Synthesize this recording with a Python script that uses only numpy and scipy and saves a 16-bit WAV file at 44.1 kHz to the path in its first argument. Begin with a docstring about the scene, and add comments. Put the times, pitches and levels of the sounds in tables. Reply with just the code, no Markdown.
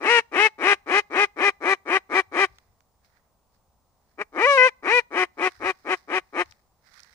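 """Mallard hen by a reed blind

Two falling runs of quacks beside dry reeds on a flooded field. Each cycle of the voice is a sharp puff
that rings throat and bill: slow pulses first, then a nasal, rasping tone, cut off; high long calls ring clean.
Random echoes stand for reeds, bank and field. Filtered noise makes the reeds rustle and tick, the open air
murmur and the hand bump on the microphone; the electronics add a thin whine."""
import sys
import numpy as np
from scipy import signal
from scipy.fft import rfft, irfft, next_fast_len
from scipy.io import wavfile
from scipy.ndimage import uniform_filter1d

SR = 44100
rng = np.random.default_rng(int(sys.argv[2]) if len(sys.argv) > 2 else 0)


def wav_out(sig):
    """Save sig, one row per channel (or a flat mono array), as 16-bit PCM at SR to the path in sys.argv[1]."""
    wavfile.write(sys.argv[1], SR, np.round(np.clip(np.atleast_2d(sig).T, -1, 1) * 32767).astype(np.int16))


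N = 314874
TIME_S = np.arange(N) / SR

# open air, spectrum before scaling: f/Hz, level/dB
AIR_COLOUR = [(20, -10.5), (70, -1), (110, -8.5), (200, -11.5), (330, -19), (550, -15), (850, -13),
              (1150, -17.5), (1700, -32), (3000, -34.5), (6000, -31), (12000, -36), (13500, -43)]
# left-right likeness of the air: f/Hz, likeness/0-1
AIR_LIKENESS = [(30, .5), (150, 0.8), (700, .8), (2000, .2), (8000, .05)]
AIR_RMS_DB = -69

# soft bumps of the hand on the microphone body: t/s, left rms at the crest/dB
BUMPS = [(0.1, -64.5), (1.47, -62), (2.151, -60), (2.3, -65.5), (2.521, -56), (2.72, -64), (4.581, -62.5),
         (5.63, -51.5), (6.48, -58)]

# dry leaves brushing: t/s, level/dB, rise/s, fall/s, left over right/dB, extra treble/dB
RUSTLES = [(2.55, -71.5, .08, 0.113, -9, 1), (3.05, -71.5, 0.0095, .035, -6, 5),
           (3.17, -69, 0.072, 0.056, -10.5, -10), (3.55, -76, 0.0228, .02, -3.5, 6.5),
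           (4.1, -76.5, 0.1057, 0.106, -5.5, 0.5), (5.46, -56, 0.044, 0.243, -6, -1.5),
           (5.98, -59.5, 0.068, 0.0255, -6, 3), (6.49, -65, 0.18, 0.075, 1.5, 1),
           (6.858, -67.5, 0.018, .06, -15, -1.5), (6.97, -58, 0.0468, 0.084, -19.5, -1.5),
           (7.13, -66.5, .05, .1, -14, -2.5)]
# leaf hiss, spectrum before scaling: f/Hz, level/dB
RUSTLE_COLOUR = [(400, -29.5), (1000, -8), (1400, -1.5), (1950, 2), (2900, -17.5), (4000, -6.5),
                 (5300, -4.5), (7000, -17), (10000, -21.5), (12300, -22.5), (13500, -29.5)]
# dry stalks ticking: t/s, peak before common gain/dB, centre f/Hz, left over right/dB
TICKS = [(2.559, -57.5, 4368, -4.5), (2.585, -43, 1400, -1.5), (2.806, -52.5, 1080, -6.5),
         (3.047, -52.5, 1790, -1), (6.459, -54, 1834, 17), (6.5106, -48, 4720, 16.5),
         (6.5226, -41.5, 1680, -2), (6.9418, -50, 1807, -16), (6.994, -42, 1730, -11),
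         (7.003, -39, 5190, -13.5), (7.0329, -46.5, 5250, -18.5), (7.046, -53.5, 1820, -21.0)]

# reeds shading the right side: f/Hz, right over left/dB
SHADE = [(250, -5.5), (800, -3), (1200, -3), (1900, -10.5), (2500, -11.5), (4000, -11), (5300, -8),
         (7000, -14), (8500, -10.5), (12000, -2.5)]
# colour of the sound sent back by bank and field: f/Hz, gain/dB
FIELD_COLOUR = [(200, -8.5), (450, -2.5), (900, 8.5), (1500, -2.5), (2100, 0), (2600, -7.5), (4000, 4),
                (10000, 0.5)]

# plain quacks: start/s, creak length/s, time to top pitch/s, length/s, top pitch/Hz, level offset/dB,
# extra bill/dB, extra rasp/dB, limp/0-1, gape (factor on bill resonances), factor on roughness
QUACKS = [ (0.008, 0.032, .110, 0.2007, 477.2, 1.5, 0, 1, .15, 1.064, 1.9),
          (0.319, 0.027, .120, 0.16526, 436.8, 1.5, 1.5, 0.5, 0.07, 1.058, 1.4),
          (0.585, 0.034, .120, 0.16355, 409, 0.5, 1.5, 2, 0.37, 1.02, 1.3),
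          (0.864, .030, 0.1191, 0.14585, 415.5, 0.53, 0.5, 1, 0.29, 1.021, 1.2),
          (1.104, 0.037, .115, 0.1545, 414.4, 0.74, 0.5, 0, 0.32, 1.02, 1.2),
          (1.364, .028, 0.0967, 0.14297, 405.6, 0, .5, -0.5, 0.45, 1.0, 1.2),
          (1.608, .028, .103, 0.14254, 392.1, -0.5, -1, -0.5, 0.53, .984, 1),
          (1.857, .028, 0.1077, 0.13007, 386.6, -1, 0.5, -0.5, 0.41, 1.0, 1),
          (2.096, 0.026, .082, 0.1195, 385.5, 0, -0.5, -0.5, 0.6, .97, 1.1),
          (2.319, .030, .098, 0.14242, 393.3, 0, -0.5, 0.5, 0.58, 0.9985, 1.1),
          (4.18, .012, 0.033, 0.0531, 213.6, -5, -2, -6.5, .1, 1.03, 0.82),
          (4.829, 0.029, .128, 0.1794, 492.3, 0, 1.5, -.5, 0.01, 1.0, 1.3),
          (5.109, .030, .085, 0.1441, 371.9, -2, -1.5, -1.5, 0.71, 0.9948, 0.86),
          (5.374, .020, .076, 0.11967, 378.7, -2, -2, -2, 0.73, 1.0043, 1.11),
          (5.601, .022, .080, 0.12097, 380.9, -3.5, -2.5, -1.5, 0.83, 0.996, 1.115),
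          (5.849, .024, 0.0719, 0.10823, 380.4, -2.5, -2.5, -2, .7, 1.01, 1.016),
          (6.079, .024, 0.084, 0.1206, 377.5, -3.5, -1.5, -1, 1, 1.01, 1.03),
          (6.33, .026, 0.084, 0.10526, 359.5, -2, -2.5, -2.5, 1, 1.01, 0.83), ]
# stages of every plain quack (first slow pulse, creak end, break into tone, swell, top pitch, shut-off,
# last pulse): level/dB, bill relative to throat before trim/dB, rasp likewise/dB, share of the limp
STAGES = [ (-41.5, -11, -27.5, .15), (-30, -1.5, -23.5, 0.5), (-25, 0, -20, .4), (-20, 0.5, -19.5, 1),
          (-21, 2.5, -16, .15), (-20, 2.5, -17.5, .25), (-44, 3, -8.5, 0.48), ]
# drawn-out call opening the second run: t/s, pulse rate/Hz, level/dB,
# bill relative to throat before trim/dB, rasp likewise/dB
LONG_CALL = [(4.325, 139.7, -53, -15.5, -26), (4.365, 170, -30, -9, -29), (4.389, 335.3, -25.5, 0, -24.5),
             (4.424, 454.9, -19, -3.5, -22.5), (4.452, 497.4, -19, 4.5, -22), (4.47, 570, -17.5, -7, -24.5),
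             (4.506, 568.2, -17, -3.5, -20), (4.568, 536.9, -20, -6, -20), (4.579, 508.2, -18.5, 4.5, -21),
             (4.624, 506.3, -19, 7, -21.5), (4.668, 520.1, -18, 2.5, -19.5),
             (4.681, 480.8, -24.5, 2, -15.5), (4.691, 433.4, -35, 5, -11)]
# membranes run steadier when driven high: pulse rate/Hz, roughness before the call's factor/0-1
ROUGHNESS = [(140, 0.5), (200, 1), (330, 1), (400, .9), (450, 0.4), (490, .18), (560, 0)]
# low resonances of windpipe and throat: f/Hz, width/Hz, relative level/dB
THROAT = [(355, 213.5, -2.5), (866.5, 120, -2), (1209.1, 140, 1.5)]
# hollow throat ring while the bill is half shut: f/Hz, width/Hz, relative level/dB
SHUT_THROAT = [(329.4, 90, 2)]
# upper windpipe resonance, bill open: f/Hz, width/Hz, relative level/dB
OPEN_THROAT = [(1375, 170, 0)]
# bill resonances at gape 1 and damping 1: f/Hz, width/Hz, relative level/dB
BILL = [(1475, 780, -5.5), (2038.6, 68, 3), (2428.6, 88, 1.5)]
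# rasp above the resonances: f/Hz, relative level/dB
RASP_COLOUR = [(2300, -18), (2900, 10), (3300, -1), (3650, 1.5), (4050, 1.5), (4550, -5), (5400, -2),
               (5900, -6.5), (6400, -4), (7100, -14), (8050, -11), (9700, -14.5), (10600, -23),
               (12300, -27.5), (13200, -49)]
# pulse rates at which the bill starts to open and is wide open: f/Hz
OPENING_HZ = [170, 390]

LEAD_S, LEAD_DB = .0074, -27.5  # feeble puff ahead of each quack
THROAT_NOISE, BILL_NOISE, RASP_NOISE = .15, .42, .48  # turbulence, scaled further by roughness
CREAK_START_HZ, CREAK_END_HZ = 134.83, 193.62  # slow opening pulses
BREAK_S, SHUT_S = .022, .016  # break into the tone; shut-off of the air
ARCH_FOOT_HZ, ARCH_POWER = 302.2, 1.8  # foot and curve of the climb to the top pitch
SAG_SHARE, DROP_SHARE = 0.061, 0.078  # pitch lost from top to end; more lost during shut-off
WAVER_SHARE, WAVER_S = .008, .012  # random pitch waver at roughness 1; its step

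WHINE_HZ, CUTOFF_HZ = 15217, 15700


def from_db(db):
    """Decibels to gain."""
    return 10 ** (np.asarray(db) / 20)


def rms_one(x):
    """Scale to rms 1."""
    return x / np.sqrt(np.mean(x ** 2) + 1e-20)


def evened(x, size=520):
    """Hold the short-term rms near 1; window in samples, run twice."""
    power = uniform_filter1d(uniform_filter1d(x ** 2, size), size)
    return x / np.sqrt(np.abs(power) + 1e-12)


def coloured(x, points):
    """Causal minimum-phase filter through (f/Hz, gain/dB) points."""
    size = 2 * next_fast_len(x.shape[-1] // 2 + 1024)
    hz, db = np.transpose(points)
    bins_hz = np.arange(size // 2 + 1) * SR / size
    gain = from_db(np.interp(np.log(bins_hz + 1), np.log(hz), db))
    # the folded cepstrum gives the minimum phase
    cepstrum = irfft(np.log(gain))[:size // 2]
    cepstrum[1:] *= 2
    response = np.exp(rfft(cepstrum, size))
    return irfft(rfft(x, size) * response)[..., :x.shape[-1]]


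def cut(x, hz, kind, order=2):
    """Butterworth high- or low-pass."""
    return signal.sosfilt(signal.butter(order, hz, kind, fs=SR, output="sos"), x)


def pole_pair(hz, width_hz):
    """Denominator of a two-pole resonance and its pole radius."""
    r = np.exp(-np.pi * width_hz / SR)
    return [1, -2 * r * np.cos(2 * np.pi * hz / SR), r * r], r


def resonate(x, modes):
    """Parallel resonances with alternating signs."""
    out = 0
    for k, (hz, width_hz, db) in enumerate(modes):
        poles, r = pole_pair(hz, width_hz)
        ring = (1 - r * r) / 2 * signal.lfilter([1, 0, -1], poles, x)
        out = out + (-1) ** k * from_db(db) * ring
    return out


def left_right(pan_db):
    """Column of left and right dB, half the difference each way."""
    return np.array([[pan_db], [-pan_db]]) / 2


def add(track, start_s, sound):
    """Mix a sound into a track from a start time on."""
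    at = max(0, round(start_s * SR))
    track[..., at:at + sound.shape[-1]] += sound[..., :max(0, N - at)]


def air():
    """Far, even hush of the open field: filtered noise, alike on both sides in the bass."""
    mid, side = coloured(rng.standard_normal((2, N)), AIR_COLOUR)
    side_over_mid = [(hz, 10 * np.log10((1 - c) / (1 + c))) for hz, c in AIR_LIKENESS]
    side = coloured(side, side_over_mid)
    return from_db(AIR_RMS_DB) * (mid + side * [[1], [-1]]) / np.std(mid)


def handling(length_s=0.04, top_hz=95, right_db=-8):
    """The grip shifts: short, dull swells of low-passed rumble."""
    swell = sum(from_db(db) * np.exp(-((TIME_S - s) / length_s) ** 2) for s, db in BUMPS)
    rumble = cut(rng.standard_normal(N), top_hz, "low", order=4)
    rumble = rms_one(cut(rumble, 50, "high"))
    return swell * rumble * from_db([[0], [right_db]])


def rustle(grain_db=3.0, treble_hz=3000):
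    """Dry leaves slide over each other: grainy hiss that swells and dies with each brush."""
    grain = rms_one(uniform_filter1d(rng.standard_normal(N), size=130))
    grainy = rng.standard_normal((2, N)) * from_db(grain_db * grain)
    hiss = rms_one(coloured(grainy, RUSTLE_COLOUR))
    body = cut(hiss, treble_hz, "low", order=3)
    treble = cut(hiss, treble_hz, "high", order=3)
    out = 0
    for s, db, rise_s, fall_s, pan_db, treble_db in RUSTLES:
        decay = np.maximum((s - TIME_S) / rise_s, (TIME_S - s) / fall_s)
        swell = np.exp(-np.minimum(decay, 20))
        brush = body + from_db(treble_db) * treble
        out = out + swell * from_db(db + left_right(pan_db)) * brush
    return out


def ticks(t60_s=0.0103, width_hz=1300, gain_db=4.0):
    """A stalk slips: a tiny broad crack of decaying noise rings at its own pitch."""
    out = np.zeros((2, N))
    t = np.arange(SR // 25) / SR
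    for s, peak_db, hz, pan_db in TICKS:
        crack = rng.standard_normal((2, len(t))) * from_db(-60 * t / t60_s)
        crack = resonate(crack, [(hz, width_hz, 0), (5200, 4000, -8)])
        crack = cut(crack, 650, "high", order=4)
        crack /= np.abs(crack).max()
        add(out, s, crack * from_db(peak_db + gain_db + left_right(pan_db)))
    return out


def echoes(x, delay_s, t60_s, per_s):
    """Many small random reflections that die away, different on each side; unit energy."""
    t = np.arange(int((delay_s + t60_s) * SR)) / SR
    taps = rng.standard_normal((2, len(t))) * (rng.random((2, len(t))) < per_s / SR)
    response = taps * (t > delay_s) * from_db(-60 * t / t60_s)
    response /= np.sqrt(np.sum(response ** 2, axis=1, keepdims=True) + 1e-20)
    return signal.fftconvolve(x, response, axes=1)[:, :N]


def dispersed(x, centres_hz=(900, 1700, 2400), width_hz=600):
    """Allpass rings of the airway: partials of one puff come out at slightly different times."""
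    for hz in centres_hz:
        poles, _ = pole_pair(hz, width_hz)
        x = signal.lfilter(poles[::-1], poles, x)
    return x


def syrinx(t, pitch_hz, rough, alternation, jitter, limp, shimmer_db=2.0858, weak_db=2.5):
    """One sharp puff per cycle; rough cycles vary in length and strength, or limp long-short."""
    cycles = np.cumsum(pitch_hz) / SR - .3
    beat = np.arange(int(cycles[-1]) + 1)
    when = np.interp(beat, cycles, t)
    unsteady = np.interp(when, t, rough)
    limping = np.interp(when, t, alternation) * (-1) ** beat
    slip_cycles = jitter * unsteady * rng.standard_normal(len(beat)) + limp * limping
    when = when + slip_cycles / np.interp(when, t, pitch_hz)
    strength = from_db(shimmer_db * unsteady * rng.standard_normal(len(beat)) + weak_db * limping)
    # band-limited impulses between samples
    offset = (t - when[:, None]) * SR
    puffs = strength @ (np.sinc(offset) * (np.abs(offset) < 12))
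    opening = (.5 + .5 * np.cos(2 * np.pi * cycles)) ** 2
    return evened(dispersed(puffs)), opening


def smeared(x, ms):
    """Crossing paths spread each puff over milliseconds, differently per side; flat spectrum."""
    t = np.arange(512) / SR
    paths = rfft(rng.standard_normal((2, len(t))) * np.exp(-1000 * t / ms))
    response = np.roll(irfft(paths / np.abs(paths)), 40, axis=1)
    return signal.fftconvolve(x[None], response, axes=1)[:, 40:40 + len(x)]


def windpipe(x, spacing_hz=806, echo=0.25):
    """Round trips in the windpipe raise evenly spaced peaks."""
    size = next_fast_len(x.shape[-1] + 1024)
    trip = np.exp(-2j * np.pi * np.arange(size // 2 + 1) * SR / size / spacing_hz)
    return irfft(rfft(x, size) / (1 - echo * trip), size)[..., :x.shape[-1]]


def throat(flow, opened):
    """Throat resonances, evened; a hollow ring gives way to an upper one as the bill opens."""
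    ringing = resonate(flow, THROAT)
    ringing = ringing + (1 - opened) * resonate(flow, SHUT_THROAT)
    ringing = ringing - opened * resonate(flow, OPEN_THROAT)
    return evened(cut(cut(ringing, 270, "high", order=5), 1600, "low", order=3))


def bill(source, gape, damping=1, edge_hz=2740):
    """A wider gape raises the bill's resonances and their steep upper edge; damping widens them."""
    modes = [(hz * gape, width_hz * damping, db) for hz, width_hz, db in BILL]
    ringing = cut(resonate(source, modes), 1200, "high", order=3)
    return evened(cut(ringing, edge_hz * gape, "low", order=9))


def rasp(puffs, turbulence, rough, opened, shut_hz=3400):
    """Smeared puffs and turbulence above the resonances; a half-shut bill passes only the top."""
    hiss = smeared(puffs, ms=2.2) + RASP_NOISE * (0.94 + rough) * turbulence
    hiss = evened(cut(coloured(windpipe(hiss), RASP_COLOUR), 2400, "high", order=4))
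    return evened(opened * hiss + (1 - opened) * cut(hiss, shut_hz, "high", order=6))


def quack(rows, gape, coarse, throat_db=0.8176, bill_db=3.0, rasp_db=6.0, half_shut=.93, shut_damping=1.4):
    """Puffs and the turbulence of each opening ring the throat and the bill; stereo."""
    s, *columns = np.transpose(rows)
    start_s, end_s = s[0] - LEAD_S, s[-1]
    t = start_s + np.arange(int((end_s - start_s + .015) * SR)) / SR
    pitch_hz, level_db, bright_db, sharp_db, alternation = [np.interp(t, s, c) for c in columns]

    # the tone breaks up as the air runs out
    rough = coarse * np.interp(pitch_hz, *np.transpose(ROUGHNESS))
    rough = rough + np.interp(t, [end_s - .013, end_s], [0, 1.5])
    steps = rng.standard_normal(size=128)
    drift = np.interp((t - t[0]) / WAVER_S, np.arange(len(steps)), steps)
    waver = WAVER_SHARE * np.minimum(rough, 1) * drift
    puffs, opening = syrinx(t, pitch_hz * (1 + waver), rough, alternation, jitter=.014, limp=.09)
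    turbulence = rms_one((1.0 + opening) * rng.standard_normal((3, len(t))))

    # the bill is still half shut during the first slow pulses
    opened = np.interp(pitch_hz, OPENING_HZ, [0, 1])
    hollow = throat(puffs + THROAT_NOISE * rough * turbulence[0], opened)
    source = puffs + BILL_NOISE * rough * turbulence[0]
    shut_bill = bill(source, gape * half_shut, shut_damping)
    nasal = evened((1 - opened) * shut_bill + opened * bill(source, gape))
    rasping = rasp(puffs, turbulence[1:], rough, opened)
    voice = from_db(throat_db) * hollow + from_db(bright_db + bill_db) * nasal
    voice = voice + from_db(sharp_db + rasp_db) * rasping

    # a feeble puff leads in; once the air stops, the resonances die within milliseconds
    attack = from_db(np.interp(t, [start_s, s[0]], [LEAD_DB, 0])) * np.clip((t - t[0]) / .002, 0, 1)
    release = np.exp(-np.maximum(t - end_s, 0) / .004)
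    return from_db(level_db) * attack * release * voice


def effort(start_s, creak_s, crest_s, length_s, top_hz, level_db, bill_db, rasp_db, limp):
    """Course of one quack: rows of t/s, pulse rate/Hz, level/dB, bill/dB, rasp/dB, alternation."""
    age = np.arange(0, length_s, .001)
    shut_s = length_s - SHUT_S
    toned_s = min(creak_s + BREAK_S, crest_s)
    stage_s = [0, creak_s, toned_s, (toned_s + crest_s) / 2, crest_s, shut_s, length_s]
    stage_s = np.maximum.accumulate(stage_s)
    level, nasal, sharp, alternation = [np.interp(age, stage_s, c) for c in np.transpose(STAGES)]
    # slow pulses speed up, then break into an arching tone that sags as the air runs out
    slow_hz = np.interp(age, [0, creak_s], [CREAK_START_HZ, CREAK_END_HZ])
    climb_left = np.interp(age, [creak_s, crest_s], [1, 0]) ** ARCH_POWER
    arch_hz = top_hz - max(top_hz - ARCH_FOOT_HZ, 0) * climb_left
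    sag = SAG_SHARE * np.interp(age, [crest_s, length_s], [0, 1]) ** 2
    sag = sag + DROP_SHARE * np.interp(age, [shut_s, length_s], [0, 1])
    broken = np.interp(age, [creak_s, creak_s + BREAK_S], [0, 1])
    pitch_hz = (1 - broken) * slow_hz + broken * arch_hz * (1 - sag)
    return np.transpose([start_s + age, pitch_hz, level_db + level, bill_db + nasal,
                         rasp_db + sharp, limp * alternation])


def hen(long_limp=.35, long_gape=0.975, long_coarse=1.0):
    """Both runs: plain quacks and one drawn-out call, which limps only while its pitch is low."""
    calls = np.zeros((2, N))
    for *row, gape, coarse in QUACKS:
        add(calls, row[0] - LEAD_S, quack(effort(*row), gape, coarse))
    rows = [(s, hz, *levels_db, np.interp(hz, [380, 470], [long_limp, 0]))
            for s, hz, *levels_db in LONG_CALL]
    add(calls, rows[0][0] - LEAD_S, quack(rows, long_gape, long_coarse))
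    return calls


def duck(reeds_db=-13, bank_db=-37, field_db=-44, lag_s=.00008):
    """Calls from the left, scattered by near stalks and the bank, with a faint field return."""
    calls = hen()
    right = np.interp(TIME_S - lag_s, TIME_S, coloured(calls[1], SHADE))
    direct = np.array([calls[0], right])
    # thin stalks reflect only the short waves
    reeds = echoes(cut(calls, 700, "high"), delay_s=0.0005, t60_s=.025, per_s=7400)
    reeds = reeds * from_db([[0], [-4]])
    outward = coloured(calls, FIELD_COLOUR)
    bank = echoes(outward, delay_s=0.012, t60_s=0.2, per_s=1700)
    field = echoes(outward, delay_s=0.018, t60_s=0.65, per_s=1900)
    return direct + from_db(reeds_db) * reeds + from_db(bank_db) * bank + from_db(field_db) * field


def scene():
    """Open air, the hand that holds the microphone, reeds and duck."""
    return air() + handling() + rustle() + ticks() + duck()


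def record(dry, whine_db=-80):
    """The electronics round the highest peaks and add a thin whine; the top is cut."""
    whine = from_db(whine_db) * np.sin(2 * np.pi * WHINE_HZ * TIME_S)
    rounded = dry / (1 + (dry / .97) ** 8) ** (1 / 8)
    top_cut = signal.ellip(10, .1, 80, CUTOFF_HZ, fs=SR, output="sos")
    return signal.sosfilt(top_cut, rounded + whine)


dry = scene()
out = record(dry)
wav_out(out)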